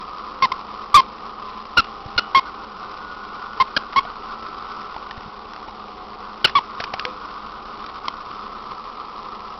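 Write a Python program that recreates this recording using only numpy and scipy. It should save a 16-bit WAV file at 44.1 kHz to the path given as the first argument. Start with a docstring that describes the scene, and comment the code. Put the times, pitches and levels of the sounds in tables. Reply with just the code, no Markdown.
"""On a bed in an air-conditioned room, a small dog chews a plush toy.
Each bite drives air through a plastic reed: a beating, sliding squeak built from overtones and air noise.
Thin tones trail some sounds; clicks and a short rustle are noise with short rings; low thumps are dying sines.
The air conditioner drones as shaped noise and wavering motor tones.
A cheap camera samples slowly, so high overtones fold down, and it clips the loudest squeaks."""
import sys
import numpy as np
from scipy import signal
from scipy.fft import rfft, irfft, next_fast_len
from scipy.io import wavfile
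from scipy.ndimage import uniform_filter1d, map_coordinates

SR = 44100
rng = np.random.default_rng(int(sys.argv[2]) if len(sys.argv) > 2 else 0)


def wrap_up_sound(samples):
    """Save the sound to the file named by the first command line argument, as 16-bit audio."""
    columns = np.atleast_2d(samples).T
    # keep every value between -1 and 1, then stretch to whole-number steps
    tamed = np.clip(columns, -1, 1)
    steps = np.round(tamed * 32767).astype(np.int16)
    wavfile.write(sys.argv[1], SR, steps)


N = 422919
TIME = np.arange(N) / SR

# One bite on the reed: (start [s], length [s], climb to top pitch [s], top pitch [Hz], slide [s],
# settled pitch [Hz], final sag [s], fundamental level [dB rms], fade over the bite [dB],
# 2nd overtone, 3rd overtone, higher overtones, air noise [all dB re fundamental],
# unevenness of alternate beats [0-1], wave lean [1 up, -1 down])
SQUEAK_BITES = [(0.424, 0.034, .002, 1087, .026, 1042, .007, -13, -1, -9, -21, -16, -26, 0.25, -1),
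                (0.519, 0.0056, 0.0026, 1072, .002, 1070, .002, -15, -1, -10, -13.5, -20.5, -26, 0, 1),
                (0.944, 0.062, .016, 1229, .017, 1063, .005, -6, -5, -13.5, -13, -20, -21, 0.058, 1),
                (1.773, .032, .004, 1454, .023, 1335, .004, -10.5, -2.5, -7, -11.5, -12, -20.5, .26, -1),
                (2.1795, .0165, 0.0027, 1474, 0.0098, 1404, 0.005, -13, -2, -5, -2.5, -12, -20, .75, -1),
                (2.349, 0.047, .004, 1095, .036, 1068, .004, -8.5, -5, -7.5, -15.5, -19.5, -19.5, .025, 1),
                (3.602, 0.023, .003, 1059, 0.017, 1075, 0.0049, -11, 0, -12, -18.5, -22, -30, 0.048, 1),
                (3.766, .011, .0055, 1693, .003, 1450, 0.0028, -13.5, -2, -4.5, -3, -7, -10.5, .42, 1),
                (3.962, 0.032, .004, 1081, 0.021, 1105, 0.0037, -13, 2.5, -13, -17, -22, -29.5, 0.16, 1),
                (6.445, .016, .001, 1534, .011, 1392, 0.00484, -16.5, -2.5, 5.5, -1.5, -4, -11.5, 0.37, -1),
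                (6.554, .038, .003, 1151, 0.027, 1100, 0.011, -11, -3, -13.5, -14, -23, -23, .19, 1),
                (8.083, 0.0033, 0.00098, 1080, 0.0022, 1076, 0.0024, -12, -5.5, -9, -6.5, -15, -13, 0.12, 1)]
# Higher overtones of the reed: (multiple of the pitch, level [dB])
HIGH_OVERTONES = [(4, -5), (5, -6.5), (6, -5.5), (7, -5.5), (8, -5.5)]
# Air past the reed: (frequency [Hz], relative level [dB per Hz])
PUFF_SPECTRUM = [(30, -25.5), (300, 11.5), (1000, -8), (3000, -13.5), (6000, -2)]
# Thin tones that trail some squeaks and clicks: (start [s], pitch [Hz], level [dB], decay by 60 dB [s])
WHISTLE_TONES = [(1.808, 2870, -40, 0.28), (2.198, 2940, -38, 0.35), (2.405, 2170, -30, 0.061),
                 (7.053, 507, -26.5, 0.22)]
# Clicks, and a short rustle near 6.48 s: (peak time [s], scratch level [dB], scratch decay by 60 dB [s],
# crack pitch [Hz], hollow knock level [dB], knock pitch [Hz])
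CLICK_HITS = [(1.7694, -31, .0095, 2000, -16, 980), (1.845, -32.5, .022, 3000, -31, 1030),
              (2.975, -34.5, .02, 2540, -42, 1150), (3.932, -31, .015, 2960, -35, 704),
              (4.052, -39.5, .015, 2480, -25.5, 710), (4.964, -44, .015, 2460, -19, 890),
              (5.111, -26, .012, 2400, -26, 1800), (5.5355, -33.5, 0.014, 2030, -33, 1110),
              (5.563, -31, .012, 2050, -34, 1060), (5.684, -37, .012, 2850, -23.5, 900),
              (6.474, -27.5, 0.058, 2400, -38.5, 883), (6.483, -29, 0.045, 2920, -42, 890),
              (6.497, -27, .03, 2900, -41, 864), (6.804, -22.5, .046, 2200, -21.5, 697),
              (6.841, -21.5, .03, 3130, -24, 910), (6.9395, -22, .027, 2070, -16, 767),
              (6.9967, -15.5, .014, 3000, -30, 1060), (7.0526, -14, .011, 2500, -26.5, 530),
              (7.842, -36, .015, 2500, -22.5, 1300), (7.864, -30, .013, 3220, -31, 1230),
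              (8.719, -41, 0.019, 2490, -21, 1100)]
# Scratch noise: (frequency [Hz], relative level [dB per Hz])
SCRATCH_SPECTRUM = [(400, -27), (1500, 4.5), (3000, -2.5), (6000, -10)]
# Low thumps, one of them under a loud squeak: (time [s], level before the lift [dB], pitch [Hz])
THUMP_HITS = [(0.948, -16.5, 63.7), (2.06, -25, 108.5), (2.163, -24.5, 71.7), (5.177, -28, 90.5),
              (5.26, -35, 170), (5.278, -35, 150)]
# Echo of the walls: (frequency [Hz], decay by 60 dB [s])
WALL_DECAY = [(200, .2), (1000, 0.23), (2500, 0.24), (5500, 0.098)]
# Air conditioner rush: (time [s], duct level [dB], upper duct level [dB])
DUCT_LEVELS = [(0.0, -35, -56), (0.24, -34.5, -50), (1.68, -37, -55), (2.08, -39, -49.5),
               (2.24, -37, -45.5), (3.12, -36.5, -45.5), (4.81, -35, -45.5), (5.13, -39, -47),
               (5.95, -39, -54), (6.38, -37.5, -48.5), (7.1, -33.5, -49), (7.18, -36, -47.5),
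               (8.33, -35, -49), (8.73, -35.5, -54.5), (9.59, -35.5, -60)]
# Lower duct resonance: (frequency [Hz], relative level [dB per Hz])
DUCT_SPECTRUM = [(850, -19), (1000, 3), (1100, 5), (1250, 4.5), (1380, -4.5), (1500, -36)]
# Upper duct resonance: (frequency [Hz], relative level [dB per Hz])
UPPER_DUCT_SPECTRUM = [(1250, -28), (1380, 10), (1500, 8.5), (1650, -25)]
# Air conditioner rumble: (frequency [Hz], relative level [dB per Hz])
RUMBLE_SPECTRUM = [(11, -34.5), (18, -8), (65, -8.5), (82, -22), (171, -16), (209, -1), (261, -16.5),
                   (298, -6), (330, -9.5), (410, -3), (614, -12.5), (804, -2.5), (1000, -8.5), (1300, -36),
                   (2200, -120)]
# Steady motor tones: (pitch [Hz], level [dB rms], scale of pitch wander [Hz])
MOTOR_TONES = [(28.2, -57.5, 2.4), (56.7, -59.5, 2.5), (205.3, -58, 6), (225.3, -57, 1.77),
               (300.4, -61.5, 4), (410.7, -59.5, 1.24), (513, -58.5, 3), (560, -69, 2.6), (743, -55.5, 3),
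               (832, -56, 3)]
# Motor tones that come and go: (start [s], end [s], pitch [Hz], level [dB rms])
MOTOR_SWELLS = [(1.046, 1.643, 1497, -56), (1.345, 1.9, 1022, -41.5), (1.704, 2.7, 797, -47),
                (2.947, 3.65, 1450, -43.5), (3.2, 3.694, 1340, -43), (4.1, 4.95, 1320, -42.5),
                (5.2, 6.353, 739, -53), (7.6, 8.303, 1465, -55), (8.1, 9.546, 1322, -47)]
# Grit that follows the level: (frequency [Hz], relative level [dB per Hz])
GRIT_SPECTRUM = [(300, 1.5), (1500, -1), (3000, -1), (4500, -2.5), (5500, -2.5), (5700, -57)]
# Camera's smoothing filter: (frequency [Hz], gain [dB])
SMOOTHING_EDGE = [(5000, 0), (5500, -4.5), (5900, -17), (6200, -37), (6400, -97.5)]

START_FLAT, EDGE_S = .09, .004  # largest share of pitch lacking at the start; longest edge [s]
START_DIP_DB, END_DIP_DB = -0.5, -3.5  # level dips at both ends of a squeak
SAG_PER_S = 16  # share of the pitch lost per second of final sag
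DULLING = 1.8  # dB that 2nd and 3rd overtones lose for each dB of level
TUBE_HZ, TUBE_WIDTH_HZ, TUBE_DB = 6850, 620, 4.5  # tube resonance that lifts nearby higher overtones
CRACK_DB, RISE_SHARE, KNOCK_T60_S = 6.5, .12, 0.029  # crack over scratch; rise / decay; hollow's ring
THUMP_LIFT_DB, THUMP_T60_S = 4.5, 0.032
WET_DB, RUMBLE_DB = -24, -43.5
STRIDE = 4  # samples per step of the slow sampling
CEILING, HARDNESS = .72, 40  # clipping level [full scale]; sharpness of its knee
TOP_HZ = 16660  # upper limit of the band


def amp(db):
    """Turns decibels into gain."""
    return 10 ** (np.asarray(db) / 20)


def unit(x):
    """Scales a sound to rms 1."""
    return x / np.sqrt(np.mean(x ** 2) + 1e-20)


def along(points, hz):
    """Reads a curve of (frequency [Hz], value) points on a log frequency axis."""
    f, v = np.transpose(points)
    return np.interp(np.log(hz + 1), np.log(f + 1), v)


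def wobble(rate):
    """Draws a smooth random curve with rate knots a second."""
    knots = rng.standard_normal(int(N * rate / SR) + 4)
    return map_coordinates(knots, [TIME * rate])


def filtered(x, response):
    """Multiplies the spectrum of x by a response of frequency."""
    m = next_fast_len(len(x) + 8192)
    return irfft(rfft(x, m) * response(np.fft.rfftfreq(m, 1 / SR)), m)[:len(x)]


def noise(spectrum, count=N):
    """Shapes white noise by a spectrum and sets it to rms 1."""
    return unit(filtered(rng.standard_normal(count), lambda hz: amp(along(spectrum, hz))))


def add(track, s, x):
    """Mixes x into the track from time s."""
    track[round(s * SR):][:len(x)] += x


def squeaks(rise=0.0029, fall=.0035, flutter_db=0.95, jitter=0.0049, slack=0.0817):
    """The reed beats while the bite lasts: pitch climbs with pressure, slides and sags as the air fails."""
    out, air = np.zeros(N), noise(PUFF_SPECTRUM)
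    shake, drift = wobble(180), wobble(250)
    for (s, length, climb, top_hz, slide, settled_hz, sag, level_db, fade_db,
         second_db, third_db, upper_db, air_db, limp, lean) in SQUEAK_BITES:
        edge = min(EDGE_S, climb)
        attack = min(rise, 2 * climb)
        span = slice(round((s - attack) * SR), round((s + length + fall) * SR))
        t = TIME[span] - s
        ending = np.clip(1 - (length - t) / sag, 0, 1)
        pressure = np.clip(np.minimum((t - t[0]) / attack, (t[-1] - t) / fall), 0, 1)

        start_hz = top_hz * (1 - START_FLAT * edge / EDGE_S)
        hz = np.interp(t, [0, climb, climb + slide], [start_hz, top_hz, settled_hz])
        hz *= 1 - SAG_PER_S * sag * ending
        # low pressure flattens the pitch further
        bend = 1 - slack * (1 - pressure) + jitter * drift[span]
        phase = 2 * np.pi * np.cumsum(hz * bend) / SR

        loss_db = START_DIP_DB * np.clip(1 - t / edge, 0, 1)
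        loss_db += fade_db * np.clip(t / length, 0, 1) + END_DIP_DB * ending

        # the 3rd overtone flutters apart from the rest, on a shifted copy of the curve
        slap = amp(third_db + 2 * np.roll(shake, 3000)[span]) * np.sin(3 * phase)
        slap += lean * amp(second_db) * np.cos(2 * phase - .5)
        slap *= amp((DULLING - 1) * loss_db)
        for multiple, db in HIGH_OVERTONES:
            tube_db = TUBE_DB / (1 + ((multiple * hz - TUBE_HZ) / TUBE_WIDTH_HZ) ** 2)
            start_phase = rng.uniform(0, 2 * np.pi)
            slap += amp(upper_db + db + tube_db) * np.cos(multiple * phase + start_phase)
        slap *= pressure  # the reed swings freely before it slaps
        slap *= 1 + limp * np.cos(phase / 2)  # strong and weak slaps alternate: lines between overtones

        reed = np.sqrt(2) * (np.cos(phase) + slap) * amp(flutter_db * shake[span])
        out[span] += pressure ** 1.7 * amp(level_db + loss_db) * (reed + amp(air_db) * air[span])
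    return out


def whistles():
    """A thin tone, unsteady in level, fades as the squeaker settles."""
    out, t, shake = np.zeros(N), TIME[:SR // 6], wobble(70)
    for s, hz, db, t60 in WHISTLE_TONES:
        envelope = amp(db - 60 * t / t60) * np.minimum(t / 0.0067, 1)
        add(out, s, envelope * np.sin(2 * np.pi * hz * t))
    return out * amp(3 * shake)


def clicks(crack_cycles=6):
    """Scratch noise swells and dies, with a sharp crack and a hollow knock at its peak."""
    out, t = np.zeros(N), TIME[:SR // 6]
    for s, scratch_db, t60, crack_hz, knock_db, knock_hz in CLICK_HITS:
        rise = RISE_SHARE * t60
        after = np.maximum(t - rise, 0)
        # the crack falls 60 dB within crack_cycles
        crack_env = amp(scratch_db + CRACK_DB - 60 * after * crack_hz / crack_cycles)
        crack = crack_env * np.sin(2 * np.pi * crack_hz * after)
        scratch_env = amp(scratch_db - 60 * after / t60) * np.minimum(t / rise, 1)
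        scratch = scratch_env * noise(SCRATCH_SPECTRUM, count=len(t))
        knock = amp(knock_db - 60 * after / KNOCK_T60_S) * np.sin(2 * np.pi * knock_hz * after)
        add(out, s - rise, crack + scratch + knock)
    return out


def thumps():
    """Each thump is a low sine that dies fast."""
    out, t = np.zeros(N), TIME[:SR // 8]
    for s, db, hz in THUMP_HITS:
        envelope = amp(db + THUMP_LIFT_DB - 60 * t / THUMP_T60_S)
        add(out, s, envelope * np.sin(2 * np.pi * hz * t))
    return out


def room(x):
    """The walls answer with a noise tail in which each frequency dies at its own speed."""
    hz, t, z = signal.stft(rng.standard_normal(SR // 3), SR, nperseg=256)
    decay = amp(-60 * t / along(WALL_DECAY, hz)[:, None])
    tail = signal.istft(z * decay, SR, nperseg=256)[1]
    delayed = np.pad(x, (200, 0))  # samples
    return signal.fftconvolve(delayed, tail / np.linalg.norm(tail))[:N]


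def drone():
    """Air rushes in two duct resonances over a rumble; motor tones waver in pitch and level."""
    s, *columns = np.transpose(DUCT_LEVELS)
    duct_db, upper_db = [np.interp(TIME, s, column) for column in columns]
    flicker = wobble(30)
    out = amp(duct_db + 1.1 * flicker) * noise(DUCT_SPECTRUM)
    out += amp(upper_db + 2.1 * flicker) * noise(UPPER_DUCT_SPECTRUM)
    out += amp(RUMBLE_DB + 0.32 * wobble(2.7)) * noise(RUMBLE_SPECTRUM)
    for hz, db, wander_hz in MOTOR_TONES:
        phase = 2 * np.pi * np.cumsum(hz + wander_hz * wobble(12)) / SR
        out += np.sqrt(2) * amp(db + 1.6 * wobble(2.7)) * np.sin(phase)
    return out


def swells(fade=0.1, wander_hz=3):
    """Each passing motor tone fades in, wavers a little and fades out."""
    out, drift, shake = np.zeros(N), wobble(8.9), wobble(7.4)
    for start, end, hz, db in MOTOR_SWELLS:
        shape = np.clip(np.minimum(TIME - start, end - TIME) / fade, 0, 1)
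        phase = 2 * np.pi * np.cumsum(hz + wander_hz * drift) / SR
        out += amp(db) * shape * np.sin(phase)
    return np.sqrt(2) * out * amp(2.0 * shake)


def scene():
    """The toy sounds with its echo from the walls; thumps and machine are mixed in dry."""
    toy = squeaks() + whistles() + clicks()
    wet = amp(WET_DB) * room(toy)
    return (toy + wet + thumps() + drone() + swells())[None]


def record(dry, grit_db=-20, growth=0.74, hiss_db=-58, flicker_db=2.0):
    """Hiss and grit that follows the level join in, unguarded slow sampling folds overtones, peaks clip."""
    power = np.abs(uniform_filter1d(dry[0] ** 2, size=70))
    grit_level = np.sqrt(amp(grit_db) ** 2 * power ** growth + amp(hiss_db) ** 2)
    grit = grit_level * amp(flicker_db * wobble(200)) * noise(GRIT_SPECTRUM)
    gritty = dry[0] + grit
    sampled = np.zeros(N)
    sampled[::STRIDE] = STRIDE * gritty[::STRIDE]
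    smooth = filtered(sampled, lambda hz: amp(along(SMOOTHING_EDGE, hz)) * (hz < 6500))
    clipped = smooth / (1 + np.abs(smooth / CEILING) ** HARDNESS) ** (1 / HARDNESS)
    return filtered(clipped, lambda hz: hz < TOP_HZ)[None]


dry = scene()
out = record(dry)
wrap_up_sound(out)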